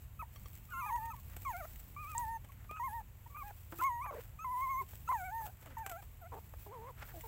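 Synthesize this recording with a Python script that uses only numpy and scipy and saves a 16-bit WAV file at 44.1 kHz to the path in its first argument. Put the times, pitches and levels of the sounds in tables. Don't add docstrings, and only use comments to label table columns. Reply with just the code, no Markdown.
import sys
import numpy as np
from scipy import signal
from scipy.fft import rfft, irfft, next_fast_len
from scipy.io import wavfile

SR = 44100
rng = np.random.default_rng(int(sys.argv[2]) if len(sys.argv) > 2 else 0)


def output_pcm(signal):
    pcm = np.clip(np.atleast_2d(signal).T, -1, 1) * 32767
    wavfile.write(sys.argv[1], SR, np.round(pcm).astype(np.int16))


N = 320607
T = np.arange(N) / SR
TOP_HZ = 15750

# (multiple of firing rate [1], relative level [dB])
ENGINE_HARMONICS = [(3, -10.5), (4, -9), (5, -11), (6, -2), (7, -1.5), (8, -1.5), (9, -5.5), (10, -6),
                    (11, -7.5), (14, -35)]
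IDLE_HZ = 11.63
# (frequency [Hz], relative level [dB])
RUMBLE_SHAPE = [(15, -10), (25, -12), (36, 0), (48, 5), (70, 2), (105, -2.5), (140, -8.5), (200, -13),
                (300, -23.5), (500, -38.5)]
# (time [s], half length [s], rise [dB])
RUMBLE_RISE = (1.52, 1.0, 4)
# (frequency [Hz], relative level [dB])
HISS_SHAPE = [(150, -37), (250, -10.5), (405, -2.5), (995, -2.5), (1270, -6), (2570, -7), (5220, -20),
              (7770, -9.5), (9890, -21), (11600, -8), (15500, -8)]
RUMBLE_DB, HISS_DB = -57, -66

# (time [s], half length [s], relative level [dB])
FUR_SHOVES = [(0.018, .04, -65), (0.54, 0.24, -64), (0.872, 0.092, -69), (1.2, 0.36, -64.5),
              (1.664, 0.27, -58.5), (2.16, 0.14, -56.5), (2.91, 0.11, -63.5), (3.513, 0.2, -61.5),
              (3.804, 0.067, -55), (4.216, 0.086, -61), (4.635, 0.1, -60.5), (4.922, 0.1, -58.5),
              (5.155, 0.13, -60), (5.442, 0.073, -56.5), (5.61, .1, -68), (5.977, 0.13, -63),
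              (6.406, 0.094, -63), (6.625, 0.068, -59.5), (7.18, 0.17, -56.5)]
# (frequency [Hz], relative level [dB])
RUB_AND_WHISTLE_SHAPE = [(300, -8), (1000, -10), (2600, -9), (4000, -13.5), (5800, -14), (7000, -13.5),
                         (7750, -5), (8600, -13), (9800, -15.5), (11800, -6), (12600, -8.5), (14200, 0.5),
                         (17000, 1)]
FIDGET_DB = -74

# (time [s], relative level [dB])
TAPS = [(0.36, -63.5), (0.458, -64)]
# (frequency [Hz], relative level [dB], decay [s])
TAP_MODES = [(1157, 12, 0.0061), (2150, -4, 0.028), (3220, 7.5, 0.0074), (4430, -2.5, 0.02),
             (5680, 5.5, 0.0056)]
# (time [s], relative level [dB])
BEDDING_BUMPS = [(3.723, -45.5), (3.788, -49)]

CLICK_S = 2.1803
# (time [s], half length [s], relative level [dB])
NOSE_SNUFFLES = [(1.333, 0.051, -64), (2.618, 0.049, -68), (4.18, 0.053, -59.5), (5.694, 0.11, -64.5),
                 (7.001, 0.039, -60), (7.037, 0.025, -56), (7.103, 0.02, -54.5)]
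# (frequency [Hz], relative level [dB])
SNOUT_SHAPE = [(300, -11), (700, -3.5), (1100, -3.5), (1450, 1.5), (2000, -4), (2700, -9.5), (4000, -19),
               (8000, -23.5)]
# (time [s], relative level [dB], brightness [dB]: more spittle, less cavity)
MOUTH_SMACKS = [(.553, -72, 10), (.926, -68, -1), (.957, -60, 2), (1.055, -64, 5), (1.261, -84, 14),
                (1.364, -55, 3), (1.794, -70.5, 13), (2.443, -63, -2.5), (2.52, -65.5, 4), (2.711, -60, -2),
                (3.723, -57.5, -7), (4.933, -74, -14), (5.612, -68.5, 9), (5.624, -62, -0.5),
                (5.659, -59, -2.5), (5.782, -62.5, 7.5), (5.863, -51, 0), (5.895, -54, 6),
                (5.915, -51.5, 3.5), (6.024, -60, -3.5), (6.537, -70.5, -10.5), (7.208, -58.5, 6)]
# (frequency [Hz], relative level [dB])
CAVITY_SHAPE = [(200, -0.5), (330, -5.5), (700, -0.5), (1200, -4.5), (1900, -10), (3000, -44)]
# (frequency [Hz], relative level [dB])
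LIPS_SHAPE = [(1200, -21), (2000, 5.5), (3100, 1.5), (4000, -10), (5500, -8), (8000, -6)]
# (frequency [Hz], relative level [dB])
SPITTLE_SHAPE = [(3500, -37), (6000, -13), (7700, 5), (9700, -13), (12000, -7.5), (14500, 11),
                 (16000, -15.5)]

# (effort at start [dB], effort at end [dB], opening yelp [dB], high harmonics [dB],
# pitch curve of (time [s], pitch [Hz]))
LONG_WHINES = [ (-48.5, -40, 0.5, -7.5, [(0.735, 1088), (0.78, 1043), (0.805, 1084), (0.835, 969),
               (0.858, 980)]), (-37, -39.5, -4, -11, [(0.722, 1459), (0.752, 1342), (0.79, 1406),
               (0.833, 1169), (0.872, 1257), (0.925, 917), (0.96, 976), (0.99, 900)]),
               (-36, -43, -1, -11.5, [(0.862, 903), (0.88, 817), (0.92, 898), (0.955, 957), (1.0, 866),
               (1.05, 918), (1.095, 920), (1.115, 830)]), (-38.5, -41, 0.5, -9.5, [(1.451, 1223),
               (1.463, 1105), (1.481, 1066), (1.511, 904.9), (1.551, 697), (1.591, 782.3), (1.633, 588),
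               (1.66, 679)]), (-41.5, -43.5, 0, -22.5, [(1.965, 1144), (2.015, 1242), (2.053, 1149),
               (2.097, 1286), (2.129, 1220), (2.15, 1180)]), (-37, -40, 0, -10.5, [(2.151, 930),
               (2.169, 922), (2.183, 968), (2.215, 958), (2.261, 874), (2.307, 915), (2.357, 909),
               (2.378, 865)]), (-38.5, -41.5, 1.5, -11, [(2.798, 972), (2.814, 943), (2.848, 1078),
               (2.866, 1057), (2.894, 840), (2.906, 831), (2.954, 942), (2.968, 931), (3.02, 844)]),
               (-41.5, -40, 10.5, -11, [(3.815, 1024), (3.821, 1015), (3.861, 1107), (3.917, 955),
               (3.983, 945.5), (3.995, 955), (4.041, 1205), (4.05, 1216)]),
               (-35, -37.5, -3.5, -12.5, [(4.446, 1060), (4.494, 984), (4.524, 1027), (4.552, 978),
               (4.586, 1026), (4.598, 1022), (4.636, 1092), (4.674, 1028), (4.704, 1091), (4.758, 1029),
               (4.798, 1098), (4.825, 988)]), (-37, -39, 6.5, -11.5, [(5.09, 969), (5.115, 1047),
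               (5.16, 894), (5.19, 785), (5.23, 719), (5.26, 761), (5.29, 721), (5.33, 883), (5.385, 917),
               (5.43, 852), (5.466, 862)]), (-38.5, -43.5, -1.5, -15.5, [(5.77, 965), (5.784, 882),
               (5.816, 904), (5.852, 774), (5.89, 785), (5.93, 675), (5.954, 664), (5.99, 823),
               (6.01, 760)]), ]
# (time [s], length [s], first pitch [Hz], middle pitch [Hz], last pitch [Hz], effort [dB])
SHORT_SQUEAKS = [(0.195, 0.027, 1258, 1288, 1133, -37), (0.225, 0.015, 993, 937, 895, -42.5),
                 (.69, 0.038, 1230, 1230, 1228, -53.5), (.708, 0.013, 1530, 1460, 1440, -47),
                 (1.0, 0.09, 1190, 1234, 1230, -58), (1.105, 0.023, 1283, 1290, 1180, -41),
                 (1.135, 0.017, 1060, 980, 834, -46), (1.152, .043, 1156, 1127, 1050, -60.5),
                 (2.493, 0.013, 1120, 1103, 1060, -56), (2.695, .1, 1192, 1265, 1250, -40.5),
                 (3.263, 0.0088, 920, 936, 960, -50), (3.301, 0.039, 1117, 1154, 1104, -59.5),
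                 (3.348, 0.081, 1154, 1236, 1082, -41.5), (3.433, .082, 795, 838, 752, -40),
                 (3.792, 0.024, 1220, 1348, 1424, -36), (4.047, 0.059, 1244, 1186, 1067, -42),
                 (4.043, 0.057, 1026, 864, 770, -41.5), (4.391, 0.056, 1220, 1301, 1322, -41.5),
                 (5.078, 0.011, 1290, 1345, 1400, -35.5), (5.464, 0.042, 713, 742, 798, -45),
                 (6.216, 0.06, 755, 656, 750, -47.5)]
# (time [s], length [s], first pitch [Hz], middle pitch [Hz],
# last pitch [Hz], effort [dB], octave [dB], roughness [0-1])
LOW_GRUNTS = [(4.11, 0.043, 636, 537, 375, -39, -12.5, 0.6),
              (4.151, 0.025, 512, 618, 510, -37.5, -21, 0.37),
              (4.182, 0.016, 470, 450, 515, -34, -27, 0.23),
              (4.811, 0.025, 414, 385, 383, -43.5, -12, 0.06),
              (5.655, 0.082, 379, 270, 266, -53.5, -0.5, 0.25),
              (6.321, 0.0695, 495.5, 439, 440, -46, -5, 0.74), (7.14, 0.061, 376, 326, 305, -48, 1, 0.32),
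              (7.239, 0.029, 478, 446, 430, -46, -4, .18)]
# (time [s], pitch [Hz])
MOAN_PITCH = [(6.665, 450), (6.7, 397), (6.735, 523.5), (6.8, 434), (6.835, 465), (6.885, 535),
              (6.912, 466)]
MOAN_EFFORT_DB = -44.5
# (time [s], half length [s], added roughness [0-1])
VOICE_CRACKS = [(0.223, 0.0075, 0.3), (1.651, 0.011, 0.44), (2.772, 0.01, 0.5), (3.01, 0.0086, 0.4),
                (3.368, 0.0062, 0.47), (3.508, 0.011, 0.48), (3.8, 0.016, 0.16), (4.063, 0.0084, 0.7),
                (5.121, 0.0067, 0.5), (5.416, 0.0096, 0.43), (5.481, 0.023, 0.5), (6.67, 0.0087, 0.61),
                (6.89, 0.0089, 0.3)]
# (frequency [Hz], gain [dB])
THROAT_SHAPE = [(1200, -18), (2250, -7), (2750, -29), (3300, -33), (5400, -40), (6500, -22), (7300, -31),
                (8200, -27), (9500, -36.5), (11200, -20.5), (12500, -26), (14200, -16.5), (17000, -30)]
# (frequency [Hz], gain [dB])
MUZZLE_SHAPE = [(300, -13), (600, -12), (705, -6.5), (810, -14), (900, -2.5), (1090, 0), (1160, -6),
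                (1260, -8), (1400, -3), (1590, -15), (1660, -12), (1720, -18), (1810, -9.5), (1900, -11),
                (2000, -24), (2090, -12), (2190, -5.5), (2300, -9.5), (2480, -8.5), (2800, -18)]
YELP_AFTER_S, YELP_HALF_S = 0.034, 0.063


def undb(db):
    return 10 ** (np.asarray(db) / 20)


def gain_at(hz, shape):
    shape_hz, shape_db = np.transpose(shape)
    return undb(np.interp(np.log(np.maximum(hz, 1)), np.log(shape_hz), shape_db))


def colour(x, shape):
    hz = np.arange(len(x) // 2 + 1) * SR / len(x)
    low_end = np.minimum(hz / shape[0][0], 1) ** 2
    high_end = np.maximum(hz / shape[-1][0], 1) ** 2
    y = irfft(rfft(x) * gain_at(hz, shape) * low_end / high_end, len(x))
    return y / y.std()


def noise(shape, size=N):
    return colour(rng.standard_normal(next_fast_len(size)), shape)[:size]


def walk(rate_hz, size=N):
    knots = 1.22 * rng.standard_normal(size // 16 + 2)
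    return np.interp(np.arange(size) * (rate_hz / SR), np.arange(len(knots)), knots)


def glide(t, s, values):
    slope = np.diff(values) / np.diff(s)
    before, after = slope[:-1], slope[1:]
    through = 2 * np.maximum(before * after, 0) / (before + after + 1e-9)
    speed = np.r_[slope[0], through, slope[-1]]
    i = np.clip(np.searchsorted(s, t) - 1, 0, len(slope) - 1)
    span = np.diff(s)[i]
    u = np.clip((t - s[i]) / span, 0, 1)
    bend = (speed[i] - slope[i]) * (1 - u) - (speed[i + 1] - slope[i]) * u
    return values[i] + span * u * (slope[i] + (1 - u) * bend)


def swell(t, at_s, half_s):
    return np.exp(-((t - at_s) / half_s) ** 2)


def add(out, start_s, sound):
    i = int(start_s * SR)
    out[i:i + len(sound)] += sound[:N - i]


def engine(level_db=-56, waver_db=2):
    turns = np.cumsum(IDLE_HZ * (1 + 0.0047 * walk(1.56))) / SR
    thud = np.zeros(N)
    for k, db in ENGINE_HARMONICS:
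        thud += undb(db + waver_db * walk(3.9)) * np.sin(2 * np.pi * (k * turns + rng.random()))
    return undb(level_db) * thud / thud.std()


def background():
    at_s, half_s, rise_db = RUMBLE_RISE
    rumble_db = RUMBLE_DB + rise_db * swell(T, at_s, half_s) + 1.8 * walk(25)
    rumble = noise(RUMBLE_SHAPE) * undb(rumble_db)
    hiss = noise(HISS_SHAPE) * undb(HISS_DB + 0.5 * walk(5.4))
    return engine() + rumble + hiss


def bedding(grain_db=3.0, flicker_db=2.0, rub_db=3.0, ticks_per_s=14, tick_db=6):
    size = next_fast_len(N)
    grain_levels_db = grain_db * np.minimum(rng.exponential(size=size), 6)
    grains = rng.standard_normal(size) * undb(grain_levels_db)
    rustle = colour(grains, RUB_AND_WHISTLE_SHAPE)[:N]
    snaps = (rng.random(N) < ticks_per_s / SR).astype(float)
    fading = signal.lfilter([1], [1, -np.exp(-1 / (0.002 * SR))], snaps)
    ticks = fading * (noise(SPITTLE_SHAPE) + 0.47 * noise(LIPS_SHAPE))
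    shoves = sum(undb(db) * swell(T, at_s, half_s) for at_s, half_s, db in FUR_SHOVES)
    rubbing = np.hypot(undb(FIDGET_DB), shoves)
    strokes_db = 20 * np.log10(rubbing) + flicker_db * walk(45) + 1.3 * walk(300)
    return (rustle + undb(tick_db) * ticks) * undb(strokes_db + rub_db)


def nudges(bump_hz=335):
    out = np.zeros(N)
    t = np.arange(SR // 4) / SR
    ring = sum(undb(db) * np.sin(2 * np.pi * hz * t) * np.exp(-t / decay_s)
               for hz, db, decay_s in TAP_MODES)
    for at_s, db in TAPS:
        knock = (noise(LIPS_SHAPE, len(t)) + noise(CAVITY_SHAPE, len(t))) * np.exp(-t / 0.0055)
        add(out, at_s, undb(db) * (ring + 2.0 * knock))
    for at_s, db in BEDDING_BUMPS:
        bump = np.sin(2 * np.pi * bump_hz * t) + 0.5 * noise(CAVITY_SHAPE, len(t))
        add(out, at_s, undb(db) * bump * np.exp(-t / 0.024))
    return out


def tongue(ring_hz=7500, click_db=-24):
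    out = np.zeros(N)
    t = np.arange(SR // 16) / SR
    band = [(ring_hz * 0.65, -22), (ring_hz * 0.92, 0), (ring_hz * 1.08, 0), (ring_hz * 1.35, -26)]
    ping = 1.7 * np.sin(2 * np.pi * ring_hz * t) * np.exp(-t / 0.0007)
    hiss = 0.2 * noise(band, len(t)) * np.exp(-t / 0.003)
    onset = 1 - np.exp(-t / 0.0002)
    add(out, CLICK_S, undb(click_db) * (ping + hiss) * onset)
    return out


def snuffles():
    flow = sum(undb(db) * swell(T, at_s, half_s) for at_s, half_s, db in NOSE_SNUFFLES)
    return flow * noise(SNOUT_SHAPE) * undb(3.7 * walk(110) - 0.5)


def mouths(decay_s=0.0072, rise_s=0.00034, crackle_db=3):
    out = np.zeros(N)
    t = np.arange(SR // 16) / SR
    envelope = np.exp(-t / decay_s) * (1 - np.exp(-t / rise_s))
    for at_s, db, bright_db in MOUTH_SMACKS:
        cavity = undb(db - bright_db + 7) * noise(CAVITY_SHAPE, len(t))
        lips = undb(db + 3.5) * noise(LIPS_SHAPE, len(t))
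        spittle = undb(db + bright_db + 3.5) * noise(SPITTLE_SHAPE, len(t))
        crackle = undb(crackle_db * walk(620, len(t)))
        add(out, at_s, (cavity + lips + spittle) * envelope * crackle)
    return out


def arc(start_s, length_s, pitches_hz):
    return list(zip((start_s, start_s + length_s / 2, start_s + length_s), pitches_hz))


def cry(contour, efforts_db, yelp_db, octave_db, rough, jitter, upper_db, edge_s, release_s, flutter_db):
    s, hz = np.transpose(sorted(contour))
    t = np.arange(int((s[0] - edge_s) * SR), int((s[-1] + edge_s) * SR)) / SR
    n = len(t)
    rough = rough + sum(amount * swell(t, at_s, half_s) for at_s, half_s, amount in VOICE_CRACKS)
    note_hz = glide(t, s, hz)
    pitch_hz = note_hz * (1 + jitter * walk(164.0, n) + 0.15 * rough * walk(900, n))
    phase = 2 * np.pi * np.cumsum(pitch_hz) / SR
    ramps = np.minimum((t - t[0]) / (1.56 * edge_s), (t[-1] - t) / release_s)
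    gate = np.sin(np.pi / 2 * np.clip(ramps, 0, 1)) ** 2
    effort_db = np.linspace(*efforts_db, n) + yelp_db * swell(t, s[0] + YELP_AFTER_S, YELP_HALF_S)
    size = undb(effort_db + 0.5 * walk(63.4, n)) * gate * (1 + 0.78 * rough * walk(800, n))
    fundamental = gain_at(note_hz, MUZZLE_SHAPE) * np.sin(phase)
    octave = undb(octave_db) * gain_at(2 * note_hz, MUZZLE_SHAPE) * np.sin(2 * phase)
    tone = fundamental + octave
    edge_db = upper_db - 0.38 * (effort_db + 40) + 6 * np.log2(pitch_hz / 950)
    for k in range(3, 20):
        gain = gain_at(k * pitch_hz, THROAT_SHAPE) * (k * pitch_hz < TOP_HZ)
        tone += gain * undb(edge_db + flutter_db * walk(22.9, n)) * np.sin(k * phase)
    return t[0], np.sqrt(2) * size * tone


def hoarse(contour, effort_db, octave_db, rough):
    start_s, voice = cry(contour, (effort_db, effort_db), yelp_db=0.5, octave_db=octave_db, rough=rough,
                         jitter=0.0138, upper_db=-20.5, edge_s=0.006, release_s=0.01, flutter_db=3.5)
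    breath = undb(-19) * np.abs(voice) * noise(SNOUT_SHAPE, len(voice))
    return start_s, voice + breath


def puppies():
    out = np.zeros(N)
    for first_db, last_db, yelp_db, upper_db, contour in LONG_WHINES:
        add(out, *cry(contour, (first_db, last_db), yelp_db, octave_db=-6, rough=0.0064, jitter=0.00303,
                      upper_db=upper_db, edge_s=0.0024, release_s=0.011, flutter_db=4.5))
    for at_s, length_s, *pitches_hz, db in SHORT_SQUEAKS:
        add(out, *cry(arc(at_s, length_s, pitches_hz), (db, db), yelp_db=-0.5, octave_db=-8.5, rough=0.016,
                      jitter=0.0021, upper_db=-20.5, edge_s=0.005, release_s=0.0096, flutter_db=8.5))
    for at_s, length_s, *pitches_hz, db, octave_db, rough in LOW_GRUNTS:
        add(out, *hoarse(arc(at_s, length_s, pitches_hz), db, octave_db, rough))
    add(out, *hoarse(MOAN_PITCH, MOAN_EFFORT_DB, octave_db=-7.0, rough=0.22))
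    return out


def shelter(x, wet_db, decay_s):
    t = np.arange(SR // 5) / SR
    echo = rng.standard_normal(len(t)) * np.exp(-t / decay_s) * (t > 0.004)
    return x + undb(wet_db) * signal.fftconvolve(x, echo / np.linalg.norm(echo))[:N]


def scene():
    litter = shelter(puppies() + mouths() + snuffles() + nudges(), wet_db=-20.5, decay_s=0.02)
    return (litter + tongue() + bedding() + background())[None]


def record(dry):
    return signal.sosfilt(signal.ellip(10, 0.2, 70, TOP_HZ, fs=SR, output="sos"), dry)


dry = scene()
out = record(dry)
output_pcm(out)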